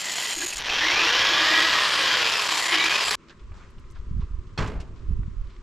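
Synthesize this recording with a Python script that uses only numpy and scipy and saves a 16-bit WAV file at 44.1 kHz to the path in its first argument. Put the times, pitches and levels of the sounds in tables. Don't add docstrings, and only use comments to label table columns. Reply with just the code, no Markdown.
import sys
import numpy as np
from scipy import signal
from scipy.fft import rfft, irfft, next_fast_len
from scipy.io import wavfile
from scipy.ndimage import uniform_filter1d

SR = 44100
rng = np.random.default_rng(int(sys.argv[2]) if len(sys.argv) > 2 else 0)


def dump_mix(stems):
    frames = np.atleast_2d(stems).T
    limited = np.clip(frames, -1, 1)
    pcm = np.round(limited * 32767).astype(np.int16)
    wavfile.write(sys.argv[1], SR, pcm)


def field_ratio(decibels):
    return 10 ** (np.asarray(decibels, dtype=float) / 20)


N = 247842

CUT_S = 3.154
BITE_S = .594
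MAINS_HZ = 59.8
FIRM_DB = -20

# (frequency [Hz], density [dB per Hz])
YARD_COLOUR = [(71, -34.5), (120, -9), (178, -10.5), (258, -11.5), (296, -29.5), (339, -7.5), (522, -22.5),
               (554, -20), (758, -34.5), (1020, -15.5), (1240, -16.5), (1390, -20), (1500, -23),
               (6810, -35.5), (8200, -38), (9500, -49), (13000, -64)]
# (frequency [Hz], correlation [0-1])
YARD_LIKENESS = [(60, 0.99), (240, 1), (950, 0.84), (3770, 0.4), (15000, 1)]
# (time [s], level [dB])
BREEZE = [(0, -78), (.28, -75), (.36, -56), (.6, -52), (1.3, -54), (2.3, -68), (2.45, -74), (2.8, -58),
          (3.3, -56.5), (3.55, -48), (4.0, -46), (4.5, -43.5), (4.7, -36.5), (5.4, -47), (5.62, -48)]
# (start [s], length [s], peak [dB], puff share [dB], pan [dB])
GUSTS = [
    (3.395, 0.22, -41.5, -33, 0),
    (3.865, 0.24, -38.5, -16, 4),
    (4.044, 0.26, -29.5, -4, -4.5),
    (4.259, 0.18, -32.5, -35, -6),
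    (4.57, 0.11, -35, 4, 5),
    (4.688, 0.14, -35, -7, 3),
    (4.968, 0.38, -29, -6.5, -6),
    (5.257, 0.27, -31, -42, -6),
]
# (time [s], peak [dB], pan [dB], push 1 or pull -1)
POPS = [
    (4.114, -20, 2, -1),
    (4.168, -21, -5, 1),
    (4.197, -18, -6, 1),
    (5.111, -18, -4, 1),
    (5.195, -19, 0, -1),
    (5.282, -23, 5, -1),
]
# (frequency [Hz], level [dB])
BUFFET_COLOUR = [(10, 1.5), (30, 7), (60, 3.5), (110, -15), (200, -50), (400, -81)]
# (frequency [Hz], level [dB])
PUFF_COLOUR = [(40, -15), (100, 6.5), (150, -2), (250, -9), (400, -10.5), (700, -77)]

# (time [s], peak [dB], centre [Hz], length [s], pan [dB])
BRUSHES = [(3.283, -47, 3050, 0.01, -3), (3.2955, -41, 2740, 0.0036, 1), (3.298, -44, 2780, 0.022, -3),
           (3.394, -54, 2500, 0.017, 0), (3.5185, -43, 1500, 0.007, 1), (3.54, -54.5, 3600, 0.14, 1),
           (3.6, -48, 1350, 0.085, -1), (3.782, -50, 2000, 0.0083, -2), (4.467, -57, 3000, 0.016, -7),
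           (4.673, -42, 4450, 0.018, 5), (4.74, -48, 1190, 0.085, 3), (4.8005, -43.5, 4000, 0.024, 1),
           (4.96, -57, 3000, 0.044, 4), (5.42, -63, 2500, 0.25, 0), (5.265, -60, 2500, 0.0092, -2),
           (5.441, -54, 2000, .006, 0), (5.471, -53, 2500, .006, 0), (5.5635, -50, 2500, .005, 0)]
# (time [s], peak [dB], centre [Hz], length [s], pan [dB])
CLICKS = [(3.515, -57, 8000, .004, 4), (3.535, -48.5, 1310, 0.059, 0), (3.576, -49, 1000, 0.014, 0),
          (3.789, -55, 4970, .003, -1), (3.7957, -56, 9000, .004, -1), (3.84, -48, 1910, 0.0066, -3),
          (3.9015, -48, 5000, .003, 3), (3.906, -54, 8400, .012, 3), (3.921, -51, 6500, .004, 3),
          (3.958, -45, 1400, 0.016, -1), (4.584, -58.5, 8600, .15, 9), (4.876, -68, 7000, .008, 4),
          (4.993, -63, 4500, .008, -4), (5.232, -44, 1860, 0.005, 0.5)]
# (time [s], peak [dB], centre [Hz], length [s], pan [dB])
TAPS = [
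    (3.17, -55.5, 320, 0.22, 2),
    (3.195, -60, 2330, 0.097, 0),
    (3.302, -46, 1680, 0.029, -2),
    (3.703, -62, 10000, .012, -2.5),
    (4.212, -47, 1120, 0.028, -2),
    (4.802, -47, 2800, 0.027, -2),
]
# (time [s], peak [dB], centre [Hz], length [s], pan [dB])
RUBS = [
    (3.945, -51.5, 2500, 0.051, -1),
    (4.198, -48, 2500, 0.043, -1),
    (5.49, -54.5, 2500, .06, 0),
]

# (frequency [Hz], level [dB], t60 [s])
CHEST_MODES = [(53, -27, 0.32), (105.3, -20.5, 0.4), (145.3, -29, 0.49), (164.6, -31.5, 0.37),
               (257.5, -39, 0.92), (293, -42, 0.36), (427.3, -29.5, 0.45), (457, -38, 0.27),
               (643, -42, 0.79), (1014, -32, 0.34), (1140, -38, 0.4), (1270, -50, .23), (1380, -33, 0.17),
               (1580, -36, 0.36)]
# (frequency [Hz], width [Hz], level [dB])
BOTTLE_TICK = [(2500, 250, -31.5), (3250, 300, -35), (4400, 390, -33.5), (5390, 580, -39),
               (7460, 2300, -52)]
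# (frequency [Hz], density [dB per Hz])
RATTLE_COLOUR = [(88, -39), (150, -8), (346, -14.5), (468, -11.5), (566, -16.5), (1120, -12), (1330, -12.5),
                 (2740, -18), (7770, -34), (14000, -74)]
# (frequency [Hz], t60 [s])
RATTLE_T60 = [(200, 1), (600, 0.77), (1500, 0.44), (4000, 0.41), (12000, 0.4)]

# (time [s], speed [turns/s])
MOTOR_SPEED = [(.72, 200), (.78, 265), (.83, 311), (.93, 378), (1.03, 437), (1.2, 524), (1.35, 581),
               (1.5, 623), (1.7, 655), (1.79, 621), (2.0, 550), (2.32, 448), (2.68, 347), (2.74, 360),
               (2.85, 393), (3.0, 427), (3.08, 418), (3.15, 400)]
# (order [per turn], width [Hz])
ORDER_WIDTHS = [(1, 14), (2, 36), (3, 18), (12, 70)]
# (frequency [Hz], level [dB])
GEARBOX = [(1200, -56), (1550, -50), (1700, -42), (1850, -31.5), (2150, -31), (2600, -32), (2900, -31.5),
           (3250, -35), (3900, -38.5)]
# (frequency [Hz], level [dB])
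HOUSING = [(250, -46), (450, -40), (640, -46), (850, -41.5), (1180, -36.5), (1650, -36), (1880, -30.5),
           (4000, -51.5), (7000, -49.5)]

# (time [s], pressure [dB])
PRESSURE = [(0.0, -29.5), (0.2, -27.5), (0.335, -28), (0.365, -33.5), (0.42, -28), (0.48, -32),
            (0.56, -33.5), (0.6, -28.5), (0.63, -34), (0.676, -25.5), (0.82, -21), (1.03, -18.5),
            (1.5, -17.5), (1.92, -20), (1.99, -19), (2.26, -19.5), (2.29, -21.5), (2.65, -25),
            (2.75, -19.5), (2.94, -21.5), (3.15, -25)]
# (start [s], drop [dB], length [s])
LIFTS = [(.021, 6.5, 0.024), (.06, 2, 0.055), (.131, 14, 0.0039), (.145, 11, 0.012), (.265, 13, 0.0058),
         (.342, 9, 0.0088), (.357, 16, 0.0055), (.395, 10, 0.0095), (.411, 5, 0.0045), (.426, 2, 0.0046),
         (.433, 3, 0.0045), (.453, 16, 0.0084), (.472, 14, .006), (.495, 7, 0.0056), (.512, 11, 0.017),
         (.538, 1, .004), (.547, 16, 0.012), (.566, 9, 0.0034), (.574, 14, 0.0065)]
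# (middle [s], rise [dB])
CATCHES = [(0.699, 3), (0.742, 2.5), (0.854, 0.5), (0.945, 3), (1.264, 0), (2.13, 1.5), (2.324, 1),
           (2.419, 2), (2.521, 4), (2.575, 3.5), (2.6, 3.5), (2.661, 2.5), (2.747, 2), (2.845, 4.5),
           (2.862, 2.5), (2.913, 0), (2.931, -0.5), (2.96, 2.5), (3.036, 2.5), (3.085, 2.5), (3.112, 5.5)]
# (middle [s], drop [dB])
SLIPS = [(0.69, 6.5), (0.773, 1.5), (0.802, 3), (0.89, 2), (0.954, 4.5), (0.987, 3.5), (1.023, 2.5),
         (1.119, 6), (1.236, 3.5), (1.401, 2), (1.691, 2.5), (1.794, 2.5), (1.901, 5.5), (1.972, 3.5),
         (2.165, 2), (2.24, 6), (2.313, 4), (2.364, 3.5), (2.386, 3), (2.41, 3.3), (2.482, 6), (2.504, 3),
         (2.567, 3), (2.621, 5.5), (2.65, 2.5), (2.678, 8), (2.705, 5.5), (2.77, 8), (2.792, 3.5),
         (2.875, 2), (2.891, 11), (2.904, 1.5), (2.975, 6.2), (2.999, 5.5), (3.047, 5), (3.064, 4),
         (3.076, -1), (3.101, 9.5)]
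# (frequency [Hz], density [dB per Hz])
SKATE_COLOUR = [(35, -50), (60, -58), (110, -50), (141, -28), (185, -25), (312, -13), (479, -8.5),
                (1000, -4), (1260, -7.5), (1970, 0.5), (6200, -4.5), (8060, -56), (13600, -120)]
# (frequency [Hz], density [dB per Hz])
BITE_COLOUR = [(35, -44), (60, -19.5), (236, -18), (312, -13.5), (453, -8.5), (1170, -6), (1670, 2.5),
               (2150, -0.5), (3190, 2), (5200, -5.5), (7200, -16), (8100, -42.5), (12600, -25.5),
               (15500, -45.5)]
# (frequency [Hz], width [Hz], level [dB])
GLAZE_MODES = [(2000, 99, -9), (2600, 71, -9), (3140, 740, -1.5), (4200, 580, -2)]
# (frequency [Hz], width [Hz], level [dB])
CLAY_MODES = [(1070, 326, -3), (3210, 130, -13)]
# (time [s], frequency [Hz], level [dB])
RIDGE = [(.62, 5750, -17.5), (1.1, 5550, -21), (1.6, 4860, -20.5), (2.4, 4830, -24), (3.15, 4640, -30)]
# (frequency [Hz], density [dB per Hz])
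SIZZLE_COLOUR = [(2940, -22.5), (5000, -2.5), (5820, -8), (6830, -3), (9610, -7.5), (11100, -13),
                 (13300, -14.5), (15500, -12)]
# (frequency [Hz], density [dB per Hz])
SPRAY_COLOUR = [(2650, -30.5), (4500, -0.5), (6230, -11), (7590, -6.5), (8860, -10.5), (11600, -13.5),
                (14000, -24), (15500, -50)]
# (frequency [Hz], width [Hz], level [dB])
FREE_CUP_MODES = [(6800, 210, 4), (7340, 260, -2.5), (8600, 330, 1), (10500, 400, -19), (11000, 590, -14)]
# (frequency [Hz], width [Hz], level [dB])
BURIED_CUP_MODES = [(5900, 210, 0), (6800, 290, 1.5), (7580, 800, -12), (9800, 150, -13.5)]
# (time [s], level [dB])
KERF_RING = [(1.3, -10.5), (2.3, -12.5)]
# (start [s], length [s], from [Hz], to [Hz], level [dB])
SWELLS = [(0.063, .14, 7350, 7440, -38), (.1, 0.47, 11500, 11000, -43), (0.303, 0.26, 6800, 6800, -30.5),
          (0.377, 0.26, 11000, 10700, -43), (.42, .12, 13100, 13100, -47), (0.177, 0.042, 3100, 3140, -32),
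          (.518, 0.02, 2570, 2600, -29), (0, 0.13, 2000, 1940, -38), (0.232, 0.089, 1950, 2000, -46.5),
          (0.407, 0.039, 1720, 1710, -35), (0.223, 0.17, 3150, 3100, -42.5),
          (0.587, 0.0092, 1200, 1200, -40), (0.6, .015, 11000, 11000, -47), (0.65, 0.027, 8600, 8600, -48),
          (0.654, 0.16, 2500, 2720, -31), (0.665, 0.18, 3130, 3280, -34), (0.666, .1, 800, 800, -39.5),
          (0.686, 0.038, 1490, 1490, -54), (0.928, 0.168, 2300, 2830, -33.5), (0.722, .2, 2300, 2310, -41),
          (0.968, 0.076, 2600, 2670, -33.5), (1.2, 0.27, 3320, 3250, -41), (1.54, 0.094, 3200, 3300, -33),
          (1.663, 0.31, 1070, 1200, -34), (1.907, 0.32, 3080, 3200, -33), (1.708, 0.43, 8600, 8500, -41),
          (1.75, .35, 10100, 10000, -45.5), (2.175, 0.26, 2600, 2600, -34), (2.29, 0.14, 5170, 5050, -32.5),
          (2.38, 0.38, 1040, 1060, -40.5), (2.455, 0.33, 7600, 7300, -37.5), (2.5, 0.32, 9600, 9600, -39.5),
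          (2.587, 0.12, 1950, 2040, -35), (2.9, 0.34, 1070, 1080, -42), (2.69, 0.16, 3040, 3030, -33),
          (2.786, 0.074, 3900, 3880, -31), (2.904, 0.25, 5160, 4750, -34), (3.002, 0.25, 9800, 9800, -38.5),
          (3.03, 0.1, 7600, 7640, -32.5)]
# (start [s], length [s], hum [dB], wall ring [dB])
SINGS = [(0.361, 0.11, -32.5, -39), (0.805, 0.17, -36.5, -48.5), (0.984, 0.093, -32, -39),
         (1.11, 0.1, -46.5, -27), (1.185, 0.11, -57, -24.5), (1.272, 0.21, -36, -23),
         (1.474, 0.24, -34.5, -26.5), (1.523, 0.072, -44, -18), (1.63, 0.076, -39.5, -37),
         (1.944, 0.21, -38.5, -27), (2.19, 0.067, -44, -34.5), (2.486, 0.11, -39, -56),
         (2.693, 0.22, -35.5, -28)]
# (frequency [Hz], width [Hz], level [dB], wakes at [s])
WALL_RINGS = [(1666, 17, -2, -3), (2416, 61, -6, 0.9), (1957, 65, 2, 2.5)]

# (frequency [Hz], level [dB])
ECHO_COLOUR = [(60, -8), (180, -8), (290, -23), (640, -21.5), (1410, -19.5), (3100, -18), (6820, -12),
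               (10000, -7), (15000, 4)]
# (frequency [Hz], level [dB])
NARROW_KERF_SHADE = [(100, -33), (400, -19.5), (2500, -22), (5500, -13), (7500, -7), (10500, -11), (11500, 0),
                     (15000, 1)]
# (frequency [Hz], level [dB])
LEFT_LEAN = [(3000, -51.5), (5000, -22), (8100, -16), (15000, -13)]
# (frequency [Hz], level [dB])
MIC_RESPONSE = [(20, 2), (7500, -3), (9000, -7.5), (13800, -7), (14400, -9), (14800, -28), (15500, -43),
                (16000, -68.5)]


def evened(x):
    return x / np.sqrt(np.mean(x ** 2) + 1e-20)


def read(points, hz):
    f, value = np.transpose(points)
    return np.interp(np.log(hz + 1), np.log(f + 1), value)


def columns(rows):
    s, *values = np.transpose(rows)
    return [np.interp(np.arange(N) / SR, s, v) for v in values]


def add(mix, s, sound):
    part = mix[..., round(s * SR):][..., :sound.shape[-1]]
    part += sound[..., :part.shape[-1]]


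def colour(x, points):
    size = next_fast_len(x.shape[-1] + 4096)
    gain = field_ratio(read(points, np.fft.rfftfreq(size, 1 / SR)))
    return irfft(rfft(x, size) * gain, size)[..., :x.shape[-1]]


def resonate(x, hz, width):
    turn = np.exp(2j * np.pi * np.cumsum(hz * np.ones(len(x))) / SR)
    r = np.exp(-np.pi * width / SR)
    return 2 * (turn * signal.lfilter([1 - r], [1, -r], x / turn)).real


def resonate_twice(x, hz, width):
    return evened(resonate(resonate(x, hz, width), hz, 2 * width))


def steadied(x):
    power = uniform_filter1d(evened(x) ** 2, size=300).clip(0)
    return evened(x / (power + .1) ** .35)


def wander(hz):
    return evened(signal.lfilter(*signal.butter(2, hz, fs=SR), rng.standard_normal(N)))


def bumps(rows):
    out = np.zeros(N)
    for s, height, length in rows:
        add(out, s, height * signal.windows.tukey(round(max(length, .004) * SR), .4))
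    return out


def panned(x, pan_db):
    return np.array([x * field_ratio(pan_db / 2), x * field_ratio(-pan_db / 2)])


def yard():
    hz = np.fft.rfftfreq(N, 1 / SR)
    same = np.clip(read(YARD_LIKENESS, hz), 0, 1)
    a, b = rfft(rng.standard_normal((2, N)))
    air = colour(irfft(np.array([a, same * a + np.sqrt(1 - same ** 2) * b]), N), YARD_COLOUR)
    fade_s = 0.042
    dip = np.clip(0.29 + abs(np.arange(N) / SR - CUT_S) / fade_s / 2, 0, 1)
    return evened(air) * field_ratio(-54.5 + 0.72 * wander(44)) * dip


def wind():
    blow = field_ratio(columns(BREEZE)[0]) * np.ones((2, 1))
    puff = blow.copy()
    for s, length, db, puff_db, pan_db in GUSTS:
        swell = panned(field_ratio(db) * np.hanning(round(length * SR)), pan_db)
        add(blow, s, swell)
        add(puff, s, swell * field_ratio(puff_db))
    shared, left, right = rng.standard_normal((3, N))
    air = np.array([shared + 0.27 * left, shared + 0.35 * right]) * field_ratio(3.4 * wander(38))
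    out = blow * evened(colour(air, BUFFET_COLOUR))
    out += puff * field_ratio(-8.0) * evened(colour(air + .5 * np.array([left, right]), PUFF_COLOUR))
    u = np.linspace(-4, 4, 900)
    pop = (1 - 1.02 * u ** 2) * np.exp(-u ** 2)
    for s, db, pan_db, push in POPS:
        add(out, s - 450 / SR, panned(push * field_ratio(db) * pop, pan_db))
    return out


def rustles():
    size = 8000
    out, t, band_hz = np.zeros((2, N)), np.arange(size) / SR, np.fft.rfftfreq(size, 1 / SR)
    snap_s, rub_rise_s = 0.00068, 0.012
    # (events, band width as a share of the centre, rise [s])
    kinds = (BRUSHES, 1.7, snap_s), (CLICKS, 0.71, snap_s), (TAPS, 0.39, snap_s), (RUBS, 1.7, rub_rise_s)
    for rows, share, rise_s in kinds:
        for s, db, hz, length, pan_db in rows:
            grain = field_ratio(1.5 * rng.standard_normal(80).repeat(100))
            noise = rng.standard_normal((3, size)) * grain
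            band = np.exp(-2 * ((band_hz / hz - 1) / share) ** 2)
            scuff = irfft(rfft(noise[0] + 0.43 * noise[1:]) * band)
            shape = np.minimum(t / rise_s, 1) * np.exp(-(t / length) ** 2)
            pan = field_ratio(np.array([[pan_db], [-pan_db]]) / 2)
            add(out, s, field_ratio(db - 4.5) * evened(scuff) * shape * pan)
    return out


def chest_boom(t, lag_s):
    boom = sum(field_ratio(db - 60 * t / t60) * np.cos(2 * np.pi * hz * (t - lag_s)) for hz, db, t60 in CHEST_MODES)
    return boom * np.clip((t - .006) / 0.017, 0, 1)


def chest_rattle(t):
    noise = rng.standard_normal((3, SR)) * field_ratio(.6 * wander(90)[:SR])
    hz, frame_s, z = signal.stft(colour(noise[0] + 0.14 * noise[1:], RATTLE_COLOUR), SR, nperseg=256)
    decay = field_ratio(-60 * frame_s / read(RATTLE_T60, hz)[:, None])
    tail = signal.istft(z * decay, SR, nperseg=256)[1][:, :SR]
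    return tail / np.sqrt(np.mean(tail[:, :2000] ** 2)) * np.clip(t / 0.012, .55, 1)


def bottle_tick(t):
    scrape = rng.standard_normal(SR)
    tick = sum(field_ratio(db) * evened(resonate(resonate(scrape, hz, w), hz, w)) for hz, w, db in BOTTLE_TICK)
    crack = evened(colour(scrape, [(600, -23), (2500, 6), (6000, -15), (12000, -37)]))
    return tick * np.exp(-(t / 0.013) ** 2) + field_ratio(-34) * crack * np.exp(-t / 0.0022)


def knock():
    t, lag_s, bounces_per_s = np.arange(SR) / SR, .0145, 53.5
    bounce = 1 + 0.25 * np.cos(2 * np.pi * bounces_per_s * (t - lag_s))
    rattle = field_ratio(-27.5) * chest_rattle(t) * bounce
    out = np.zeros((2, N))
    add(out, 4.5765, rattle + chest_boom(t, lag_s) + bottle_tick(t))
    return out * field_ratio(np.array([[-1.5], [1.5]]))


def torque():
    t = np.arange(N) / SR
    once = .06 * np.cos(2 * np.pi * MAINS_HZ * t)
    return 1 + once + .09 * np.cos(2 * np.pi * 2 * MAINS_HZ * t + 1.3)


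def grip():
    out = np.zeros(N)
    for rows, length, sign in ((CATCHES, 0.014, 1), (SLIPS, 0.011, -1)):
        for s, db in rows:
            add(out, s - length / 2, sign * 1.23 * db * np.hanning(round(length * SR)))
    return out


def gear_teeth(speed_hz, mesh_order):
    t = np.arange(N) / SR
    teeth = np.cos(2 * np.pi * np.cumsum(mesh_order * speed_hz * (1 + .004 * wander(40))) / SR)
    teeth *= 1 + .5 * np.cos(2 * np.pi * MAINS_HZ * t + .5 * wander(6))
    return teeth * (1 + .4 * np.cos(2 * np.pi * 2 * MAINS_HZ * t))


def motor():
    speed_hz = columns(MOTOR_SPEED)[0]
    load_db = 1.86 * (columns(PRESSURE)[0] - FIRM_DB)
    gaining = uniform_filter1d(np.gradient(speed_hz) * SR, size=4000)
    drive = np.maximum(np.tanh(gaining / 240), -0.92)
    noise = rng.standard_normal(N) * torque()

    spin_db = load_db - 0.7 * drive + 3 * np.log2(speed_hz / 600)
    out = np.zeros(N)
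    for order, width in ORDER_WIDTHS:
        hz = order * speed_hz
        out += field_ratio(read(HOUSING, hz) + spin_db) * steadied(resonate_twice(noise, hz, width))

    mesh_order = 6
    mesh_db = read(GEARBOX, mesh_order * speed_hz) + 7.5 * drive
    rough = steadied(resonate_twice(noise, mesh_order * speed_hz, 240)) * torque() ** 2
    out += field_ratio(mesh_db) * (.75 * rough + .75 * gear_teeth(speed_hz, mesh_order))

    whining = np.clip((speed_hz - 612) / 14, 0, 1)
    whine = field_ratio(-51) * whining * steadied(resonate_twice(noise, 19.27 * speed_hz, 30))
    running = np.clip((np.arange(N) / SR - .7) / 0.026, .0, 1)
    return running * field_ratio(0.93 * grip()) * out + whine


def grit(spread_db, per_s):
    struck = rng.random(N) < per_s / SR
    size = field_ratio(spread_db * np.minimum(rng.exponential(1, N), 2.5)) * struck
    return evened(size * rng.standard_normal(N)) + 0.74 * rng.standard_normal(N)


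def chatter(over_db):
    slow = evened(resonate(wander(250), 43.8, 34))
    fast = evened(resonate(wander(350), 198.0, 62))
    return field_ratio(np.clip(1.2 - .1 * over_db, 0, 4) * (0.42 * slow + 0.75 * fast))


def body(drive, spectrum, modes, ring_db, first, last):
    part, out = drive[first:last], np.zeros(N)
    rings = 0
    for hz, width, db in modes:
        drift = 1 + .011 * wander(7)[first:last]
        rings = rings + field_ratio(db) * resonate_twice(part, hz * drift, width)
    out[first:last] = evened(evened(colour(part, spectrum)) + field_ratio(ring_db) * rings)
    return out


def pot_grind(drive, bite, cut):
    pot = body(drive, SKATE_COLOUR, GLAZE_MODES, -10.5, 0, bite)
    pot += body(drive, BITE_COLOUR, CLAY_MODES, -13.5, bite, cut)
    ridge_hz, ridge_db = columns(RIDGE)
    ridge = evened(resonate(resonate(drive, ridge_hz, 900), ridge_hz, 1200))
    pot[bite:] += (field_ratio(ridge_db) * ridge)[bite:]
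    return pot


def cup_sizzle(steel, bite, cut):
    tilt = .84 + .16 * np.minimum(np.arange(bite) / SR / .28, 1)
    free = [(hz * tilt if k == 2 else hz, w, db) for k, (hz, w, db) in enumerate(FREE_CUP_MODES)]
    cup = body(steel, SIZZLE_COLOUR, free, -10.0, 0, bite)
    return cup + body(steel, SPRAY_COLOUR, BURIED_CUP_MODES, columns(KERF_RING)[0][bite:cut], bite, cut)


def sizzle_level(over_db):
    t = np.arange(N) / SR
    wide = np.clip((t - 1.34) / (1.46 - 1.34), 0, 1)
    tight_db, loose_db = -44 + 0.64 * over_db, -35 - 1.1 * over_db
    buried_db = (1 - wide) * tight_db + wide * loose_db
    return np.where(t < BITE_S, -25.5 + 0.52 * over_db, buried_db)


def swells(drive):
    out = np.zeros(N)
    for s, length, from_hz, to_hz, db in SWELLS:
        part = drive[round(s * SR):][:round(length * SR)]
        hz = np.linspace(from_hz, to_hz, len(part))
        ring = resonate_twice(part, hz, 230 + .035 * from_hz)
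        add(out, s, field_ratio(db) * signal.windows.tukey(len(part), .7) * ring)
    return out


def pot_song(drive, over_db):
    t = np.arange(N) / SR
    hum = field_ratio(-67 + over_db) + bumps([(s, field_ratio(db), length) for s, length, db, _ in SINGS])
    ring = field_ratio(-42 + over_db) + bumps([(s, field_ratio(db), length) for s, length, _, db in SINGS])
    low = evened(resonate(resonate(drive, 310.0, 27.9), 354, 75))
    wall = np.zeros(N)
    for hz, width, db, wakes_s in WALL_RINGS:
        tone = steadied(resonate(resonate(drive, hz, width), hz, 4 * width))
        wall += field_ratio(db) * tone * np.clip((t - wakes_s) / 0.25, .3, 1)
    return hum * field_ratio(-7.0) * low + ring * field_ratio(-6.5) * wall


def saw():
    grind_db = columns(PRESSURE)[0]
    over_db = grind_db - FIRM_DB
    bite, cut = round(BITE_S * SR), round(CUT_S * SR)
    chatter_gain = chatter(over_db)
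    drive = grit(spread_db=2.0, per_s=5000) * torque() * chatter_gain
    steel = grit(spread_db=3.5, per_s=12000) * chatter_gain
    lift_db, grip_db = bumps(LIFTS), grip()
    out = pot_grind(drive, bite, cut) * field_ratio(grind_db - 0.36 * lift_db + 1.01 * grip_db)
    out += cup_sizzle(steel, bite, cut) * field_ratio(sizzle_level(over_db) + 1.0 - lift_db + 1.13 * grip_db)
    out += swells(drive) * field_ratio(0.44 * grip_db - 0.99 * lift_db)
    return out + pot_song(drive, over_db)


def drilling():
    work, t = saw() + motor(), np.arange(N) / SR
    smear = rng.standard_normal((2, 2500)) * np.exp(-np.arange(2500) / 1400.0)
    turn = 2 * np.pi * 6 * t + 2 * wander(5.5)
    moving = work * np.array([np.cos(turn), np.sin(turn)])
    echoes = signal.oaconvolve(moving, smear / np.linalg.norm(smear[0]), axes=1)
    side = colour(echoes.sum(0)[:N], ECHO_COLOUR)
    open_share = np.clip((t - 1.26) / (2.43 - 1.26), 0, 1)
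    side = open_share * side + (1 - open_share) * colour(side, NARROW_KERF_SHADE)
    lean = open_share * colour(work, LEFT_LEAN)
    return np.array([work + side + lean, work - side - lean]) * (t < CUT_S)


def scene():
    return yard() + wind() + rustles() + knock() + drilling()


def roll_off(x):
    return signal.sosfilt(signal.butter(12, 15700, fs=SR, output="sos"), x)


def record(dry):
    limit = .5
    heard = colour(dry, MIC_RESPONSE)
    return roll_off(limit * np.tanh(heard / limit))


dry = scene()
out = record(dry)
dump_mix(out)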